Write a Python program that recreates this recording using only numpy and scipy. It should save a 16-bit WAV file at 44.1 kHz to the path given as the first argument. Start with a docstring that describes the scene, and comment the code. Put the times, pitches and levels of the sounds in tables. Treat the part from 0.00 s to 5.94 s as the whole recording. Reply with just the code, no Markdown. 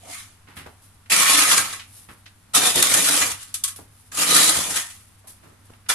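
"""On a frozen path at night, a long-handled shovel pushes snow: a faint scrape, three strokes and the
start of a fourth. The edge grates on icy grit and rings the blade, snow hisses over it, and the load
rumbles until it is tossed aside. Boots crunch, loose powder sprays and a jacket rustles.
House walls give a short echo, over a low hum and a distant rumble."""
import sys
import numpy as np
from scipy import signal
from scipy.fft import rfft, irfft, next_fast_len
from scipy.io import wavfile
from scipy.ndimage import uniform_filter1d, map_coordinates

SR = 44100
rng = np.random.default_rng(int(sys.argv[2]) if len(sys.argv) > 2 else 0)


def unload_audio(sound):
    """Save the sound as a 16-bit wav file, at the path given as the first command line argument."""
    columns = np.transpose(np.atleast_2d(sound))
    # keep every value between -1 and 1, then stretch to whole-number steps
    steps = np.round(np.clip(columns, -1, 1) * 32767)
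    wavfile.write(sys.argv[1], SR, steps.astype(np.int16))


N = 261954

# The notes the blade rings at. Each row: pitch in Hz, width in Hz, relative level in dB.
BLADE_NOTES = [(724, 19, -11), (1117.5, 29, 4), (1266, 60, -1.5), (1611, 113, 2), (1831, 43, -2),
               (1996, 34, 6.5), (2391, 34, 1), (2725, 66, 2), (3474, 80, -3.5), (4100, 41, 4),
               (5070, 21, -4.5), (6770, 110, 4)]
# The tone of sliding snow and cracking ice. Each row: frequency in Hz, relative level in dB.
SNOW_TONE = [(1200, -34.5), (3000, -5.5), (5000, -6), (7000, -1), (9000, 1), (10500, 2), (12000, -6.5),
             (13500, -11), (14400, -26.5), (16000, -58)]


def shovel_strokes():
    """The edge sticks and slips over the ice; the same uneven slipping drives grit, snow and load."""
    press, slide, load = blade_forces()
    slips_db = 1.78 * unit(wobble(55) + wobble(210))
    scrape = grating_edge(press, slips_db) + sliding_snow(slide, slips_db)
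    return scrape + rumbling_load(load, slips_db) + slide * chatter()


def blade_forces(land_s=0.00077, lift_s=0.066, unload_s=0.0067):
    """One force per push drives the edge, the sliding snow and, until it is tossed, the load."""
    # The force on the blade, one list per push. Each point: time in seconds, force in dB.
    pushes = [
        [(0.0, -58), (0.146, -36), (0.218, -41.5), (0.33, -61.5)],
        [(1.098, -21.5), (1.11, -19), (1.424, -15.5), (1.446, -24), (1.528, -11.5), (1.556, -25),
         (1.578, -17.5), (1.64, -31.5), (1.75, -36.5), (1.86, -59)],
        [(2.535, -36), (2.551, -16), (2.577, -13.5), (2.599, -24), (2.671, -14), (2.733, -29), (2.765, -19),
         (3.229, -19), (3.327, -32.5), (3.367, -46.5), (3.423, -41), (3.5, -50)],
        [(4.118, -41), (4.194, -18), (4.268, -22.5), (4.32, -13.5), (4.446, -15.5), (4.652, -28), (4.72, -29.5),
         (4.768, -20.5), (4.828, -35.5), (5.05, -60)],
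        [(5.886, -38), (5.894, -17.5), (5.938, -29.5)],
    ]
    # What each push meets. Each row: bare ice in dB, weight of the load in dB, toss time in seconds.
    ground = [(0, 13, 0.09), (2, 0, 1.9), (0, 3, 3.35), (-0.5, 2, 4.79), (2, -7, 4.9)]
    t = np.arange(N) / SR
    press, slide, load = np.zeros((3, N))
    for points, (ice_db, weight_db, toss) in zip(pushes, ground):
        times, force_db = np.transpose(points)
        contact = (1 - np.exp(-since(times[0]) / land_s)) * np.exp(-since(times[-1]) / lift_s)
        force = contact * amp(np.interp(t, times, force_db))
        slide += force
        press += force * amp(ice_db)
        load += force * amp(weight_db) * np.exp(-since(toss) / unload_s)
    return press, slide, load


def grating_edge(press, slips_db, grit_db=-6, ring_db=-9):
    """Every slip of the edge breaks icy grit and rings the blade."""
    # The tone of breaking grit. 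Each row: frequency in Hz, relative level in dB.
    grit_tone = [(300, -39.5), (700, -11), (1100, -4.5), (2200, -1.5), (4200, -3.5), (6000, -3.5),
                 (12000, -37.5)]
    edge = unit(grains(per_second=7000, scatter_db=-0.5) * amp(slips_db))
    grit = coloured(wandering_contact(edge, patchy_db=3.5, width_hz=260, dwell_s=0.035), grit_tone)
    shaking = press * wandering_contact(edge, patchy_db=3.5, width_hz=600, dwell_s=0.07)
    return amp(grit_db) * press * grit + amp(ring_db) * ringing(shaking, BLADE_NOTES)


def sliding_snow(slide, slips_db, hiss_db=-1):
    """Thousands of snow grains hiss over the blade."""
    powder = grains(per_second=22000, scatter_db=-1.0) * amp(slips_db)
    hiss = wandering_contact(powder, patchy_db=2.0, width_hz=520, dwell_s=0.025)
    return amp(hiss_db) * slide * coloured(hiss, SNOW_TONE)


def rumbling_load(load, slips_db, judder_db=2.0, load_db=-21, shaft_db=-18.5):
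    """The slips jolt the heap of snow and shake the shaft."""
    # The tone of the heap. Each row: frequency in Hz, relative level in dB.
    load_tone = [(40, -26), (90, -2), (170, 0), (270, 1), (400, 1.5), (600, 6), (900, 4.5), (2000, -39.5)]
    # The notes of the shaft with the loaded blade. Each row: pitch in Hz, width in Hz, level in dB.
    shaft_notes = [(176, 9.5, 3.5), (292.5, 25, 5.5), (497, 110, -6.5), (762, 118, 3.5)]
    jolts = unit(grains(per_second=1900, scatter_db=3.0) * amp(slips_db + judder_db * wobble(35)))
    rumble = amp(load_db) * load * coloured(jolts, load_tone)
    return rumble + amp(shaft_db) * ringing(load * jolts, shaft_notes)


def chatter(pitch_over_width=20, fade_share=0.12):
    """Rapid slips feed one note of the shovel, at a pitch set by its angle and load."""
    # Spells of chatter. Each row: start and end in seconds, pitch in Hz, dB relative to the force.
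    spells = [(0.03, 0.11, 686, -2), (0.078, 0.23, 2130, -9.5), (1.08, 1.31, 2360, -9),
              (1.17, 1.362, 1115, -16), (1.367, 1.437, 300, -19.5), (2.528, 2.9, 3630, -10),
              (2.557, 2.74, 738, -18.5), (3.02, 3.45, 1274, -23), (4.085, 4.546, 1239, -16),
              (4.26, 4.512, 3940, -10.5), (4.28, 4.53, 301, -24), (4.76, 4.94, 1860, -13),
              (5.896, 5.934, 1630, -12)]
    rub = grains(per_second=5300, scatter_db=0.5)
    out = np.zeros((2, N))
    for start, end, hz, db in spells:
        span = slice(round(start * SR), min(round(end * SR), N))
        tone = unit(ringing(rub[:, span], [(hz, hz / pitch_over_width, 0)]))
        out[:, span] += amp(db) * tone * signal.windows.tukey(tone.shape[1], fade_share)
    return out


def wandering_contact(x, patchy_db, width_hz, dwell_s):
    """The contact point wanders along the edge, so narrow bands of the sound flare and fade."""
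    bands = signal.stft(x, nperseg=512)[2]
    flares = rng.standard_normal(bands.shape[1:])
    flares = uniform_filter1d(flares, max(1, round(width_hz * 512 / SR)), axis=0)
    flares = uniform_filter1d(flares, max(1, round(dwell_s * SR / 256)), axis=1)
    return unit(signal.istft(bands * amp(patchy_db * unit(flares)), nperseg=512)[1][:, :N])


def ice_catches(attack_s=0.00096, crack_boost_db=0.5):
    """A patch of ice gives way in a burst of tiny cracks, and the blade rings on."""
    # The edge catches, chops the crust or sheds its load. Each row: start in seconds,
    # crack level in dB, blade ring level in dB, seconds for the burst to fade by 60 dB.
    catches = [(1.163, -7, -22, 0.017), (1.415, -26, -17.5, 0.05), (1.51, -27, -18, 0.16),
               (1.732, -31.5, -25.5, 0.043), (2.548, -10.5, -32, 0.087), (2.757, -11.5, -33, 0.033),
               (2.825, 0.5, -10, 0.021), (2.939, -6.5, -14.5, 0.058), (3.214, -30, -12, 0.051),
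               (3.315, -18.5, -21.5, .03), (3.426, -34, -41, 0.049), (3.541, -20, -36, 0.1),
               (3.637, -14, -30.5, 0.087), (3.677, -28, -36.5, 0.14), (4.116, -46, -31, 0.029),
               (4.759, -23, -26, 0.14), (5.893, -30, -24, .06)]
    cracking, blow = np.zeros((2, N))
    for start, crack_db, ring_db, fade_s in catches:
        t = since(start)
        burst = (1 - np.exp(-t / attack_s)) * amp(-60 * np.minimum(t / fade_s, 2))
        cracking += amp(crack_db + crack_boost_db) * burst
        blow += amp(ring_db) * burst
    ice = grains(per_second=20000, scatter_db=-2)
    return cracking * coloured(ice, SNOW_TONE) + ringing(blow * ice, BLADE_NOTES)


def snow_crunches(attack_s=0.0026, sink_s=0.006, muffle_hz=4500, crunch_trim_db=-2, thud_boost_db=3):
    """Snow packs under a boot, the blade or a falling clod: a muffled crunch over a soft thud."""
    # Each row: start in seconds, crunch level in dB, its centre in Hz, thud level in dB, fade in seconds.
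    crunches = [(0.47, -47.5, 1520, -54.5, 0.104), (0.565, -35.5, 1960, -46, 0.039),
                (0.659, -31.5, 740, -36, 0.012), (1.057, -41.5, 1800, -72, 0.0075),
                (1.567, -28, 1200, -42, 0.059), (1.793, -33, 2680, -66, 0.023),
                (2.086, -39, 1400, -45, .028), (2.257, -36, 2700, -57, 0.013),
                (2.748, -24, 381, -36, 0.064), (3.2, -33, 1320, -38.5, 0.06),
                (3.784, -43.5, 650, -40.5, .024), (4.547, -29.5, 1010, -40, 0.09),
                (5.241, -50.5, 700, -60.5, 0.04), (5.426, -52, 1090, -51.5, 0.098),
                (5.698, -43.5, 800, -40.5, 0.0065), (5.734, -44.5, 1690, -61, 0.01),
                (5.86, -44.5, 1810, -56, 0.012), (5.891, -27, 960, -60, 0.037)]
    # The tone of the thud. Each row: frequency in Hz, relative level in dB.
    thud_tone = [(25, -38), (50, -14.5), (75, 2.5), (130, -3), (260, -3), (500, -11), (1500, -27.5)]
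    crystals = grains(per_second=6000, scatter_db=2.5)
    muffled = unit(filtered(crystals, lambda hz: 1 / (1 + 1j * hz / muffle_hz)))
    thud = coloured(grains(per_second=870, scatter_db=1), thud_tone)
    out = np.zeros((2, N))
    for start, crunch_db, centre_hz, thud_db, fade_s in crunches:
        span = slice(round(start * SR), round(start * SR) + SR // 2)
        t = since(start)[span]
        press = (1 - np.exp(-t / attack_s)) * np.exp(-t / fade_s)
        packed_snow = resonances([(centre_hz, 1.6 * centre_hz, 0)])  # passes only one broad band
        crunch = unit(filtered(muffled[:, span], lambda hz: packed_snow(hz) ** 2))
        weight = amp(thud_db + thud_boost_db) * (1 - np.exp(-t / sink_s))  # sinks in as the crust breaks
        out[:, span] += press * (amp(crunch_db + crunch_trim_db) * crunch + weight * thud[:, span])
    return out


def powder_and_jacket(cloth_db=-65.5, crease_db=2.0):
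    """Loose powder sprays and trickles as the shovel swings back; the jacket never quite rests."""
    # Sprays of powder. Each row: start in seconds, level in dB, rise and fade in seconds.
    sprays = [(0.556, -46, .015, 0.035), (0.79, -57, 0.05, 0.044), (1.86, -48.5, .12, 0.084),
              (3.758, -39, .004, 0.024), (3.9, -57.5, .08, .08), (4.92, -54, .03, 0.081),
              (5.271, -40.5, 0.0027, 0.039)]
    # The tone of powder and cloth. Each row: frequency in Hz, relative level in dB.
    powder_tone = [(1500, -17.5), (4000, -12), (7000, -11), (10300, -1), (13000, -11.5), (15000, -34)]
    flow = amp(cloth_db)
    for start, db, rise_s, fade_s in sprays:
        flow += amp(db) * np.minimum(since(start) / rise_s, 1) * np.exp(-since(start + rise_s) / fade_s)
    flutter = amp(crease_db * wobble(60))
    return flow * flutter * coloured(grains(per_second=5800, scatter_db=2.5), powder_tone)


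def wall_echo(x, delay_s=0.004):
    """The house walls answer, differently for each place of the moving blade."""
    # How long the echo lasts. Each row: frequency in Hz, seconds to fade by 60 dB.
    fade_times = [(150, 0.17), (1200, 0.33), (5000, 0.21), (12000, 0.21)]
    out = np.zeros((2, N + 2 * SR))
    hop = SR // 6
    for start in range(0, N, hop):
        hz, t, bands = signal.stft(rng.standard_normal((2, SR // 3)), SR, nperseg=256)
        fading = amp(-60 * t / along(fade_times, hz)[:, None])
        tail = signal.istft(bands * fading, SR, nperseg=256)[1]
        echo = signal.fftconvolve(x[:, start:start + hop], tail / np.linalg.norm(tail[0]), axes=1)
        arrival = start + round(delay_s * SR)
        out[:, arrival:arrival + echo.shape[1]] += echo
    return spread(out[:, :N])


def night(air_db=-56.5, hum_db=-57, hum_hz=97.8, waver_db=2):
    """A distant rumble and the wavering hum of mains electricity."""
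    # The tone of the night air. Each row: frequency in Hz, relative level in dB.
    air_tone = [(20, -12), (40, -17.5), (70, -10), (105, -12), (140, -18), (240, -17), (350, -27.5),
                (520, -28.5), (950, -25), (1400, -26.5), (2400, -30.5), (6000, -36), (10500, -36),
                (12500, -40.5), (15000, -75)]
    air = coloured(spread(rng.standard_normal((2, N))), air_tone) * amp(air_db + 0.68 * wobble(7))
    hum = np.sqrt(2) * np.sin(2 * np.pi * hum_hz * np.arange(N) / SR + 0.49 * wobble(11))
    return air + hum * amp(hum_db + waver_db * wobble(11))


def grains(per_second, scatter_db):
    """Tiny cracks at random moments and of uneven size, in stereo."""
    breaks = rng.random(N) < per_second / SR
    size = amp(scatter_db * np.minimum(rng.standard_normal(N), 2))
    return unit(spread(breaks * size * rng.standard_normal((2, N))))


def spread(pair):
    """Two unrelated signals become left and right, alike in the bass and apart in the treble."""
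    # How alike the two sides are. Each row: frequency in Hz, likeness from 0 (unrelated) to 1 (same).
    likeness = [(30, 0.75), (110, 0.98), (280, 0.77), (600, 0.003), (1200, 0.47), (2500, 0.16),
                (6000, 0.0045), (12000, 0.1)]

    def shares(hz):
        angle = np.arccos(np.clip(along(likeness, hz), -1, 1)) / 2
        return np.array([np.cos(angle), np.sin(angle)])
    mid, side = filtered(pair, shares)
    return np.array([mid + side, mid - side])


def ringing(drive, notes):
    """A shaken object rings at its own notes, keeping about the power of the shaking."""
    response = resonances(notes)
    power_gain = np.mean(abs(response(np.linspace(0, SR / 2, 8192))) ** 2)
    return filtered(drive, response) / np.sqrt(power_gain)


def resonances(notes):
    """How strongly an object with these notes answers each frequency."""
    return lambda hz: sum((-1) ** k * amp(db) * 1j * hz * width / (pitch**2 - hz**2 + 1j * hz * width)
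                          for k, (pitch, width, db) in enumerate(notes))


def coloured(x, tone):
    """Shape a sound with a tone table and bring it to strength 1."""
    return unit(filtered(x, lambda hz: amp(along(tone, hz))))


def filtered(x, response):
    """Multiply each frequency in a sound by response(hz)."""
    size = next_fast_len(x.shape[-1] + 8192)
    hz = np.fft.rfftfreq(size, 1 / SR)
    return irfft(rfft(x, size) * response(hz), size)[..., :x.shape[-1]]


def wobble(per_second):
    """A smooth curve through this many random points a second."""
    points = rng.standard_normal(int(N * per_second / SR) + 4)
    return map_coordinates(points, [np.arange(N) * per_second / SR])


def along(points, hz):
    """Read between the rows of a (Hz, value) table, on a log frequency scale."""
    frequencies, values = np.transpose(points)
    return np.interp(np.log(hz + 1), np.log(frequencies + 1), values)


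def since(moment):
    """Seconds since a moment, zero before it."""
    return np.maximum(np.arange(N) / SR - moment, 0)


def unit(x):
    """Scale a signal to an average strength (rms) of 1."""
    return x / np.sqrt(np.mean(x ** 2) + 1e-20)


def amp(db):
    """Turn decibels into a multiplier."""
    return 10 ** (np.asarray(db) / 20)


def scene(echo_db=-7):
    """The shovelling, its echo and the night behind it."""
    # Which side the work leans to. Each row: frequency in Hz, left minus right in dB.
    balance = [(60, -1.5), (92, 1.5), (140, -1), (210, -1), (330, 1), (500, -3), (770, -4.5), (1170, -2.5),
               (1790, -0.5), (2740, -1.5), (4190, -1), (6410, -1.5), (9810, 3), (15000, -6.5)]
    work = shovel_strokes() + ice_catches() + snow_crunches() + powder_and_jacket()
    heard = work + amp(echo_db) * wall_echo(work)
    return filtered(heard, lambda hz: amp(np.outer([0.5, -0.5], along(balance, hz)))) + night()


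def record(dry, ceiling=0.9, knee=5, top_hz=15600):
    """The loudest peaks are rounded off and the highest treble is cut away."""
    treble = [(12500, 0.5), (14000, -3.5), (15500, -29.5)]  # Each row: frequency in Hz, gain in dB.
    rounded = dry / (1 + abs(dry / ceiling) ** knee) ** (1 / knee)
    return filtered(rounded, lambda hz: amp(along(treble, hz)) * (hz < top_hz))


dry = scene()
out = record(dry)
unload_audio(out)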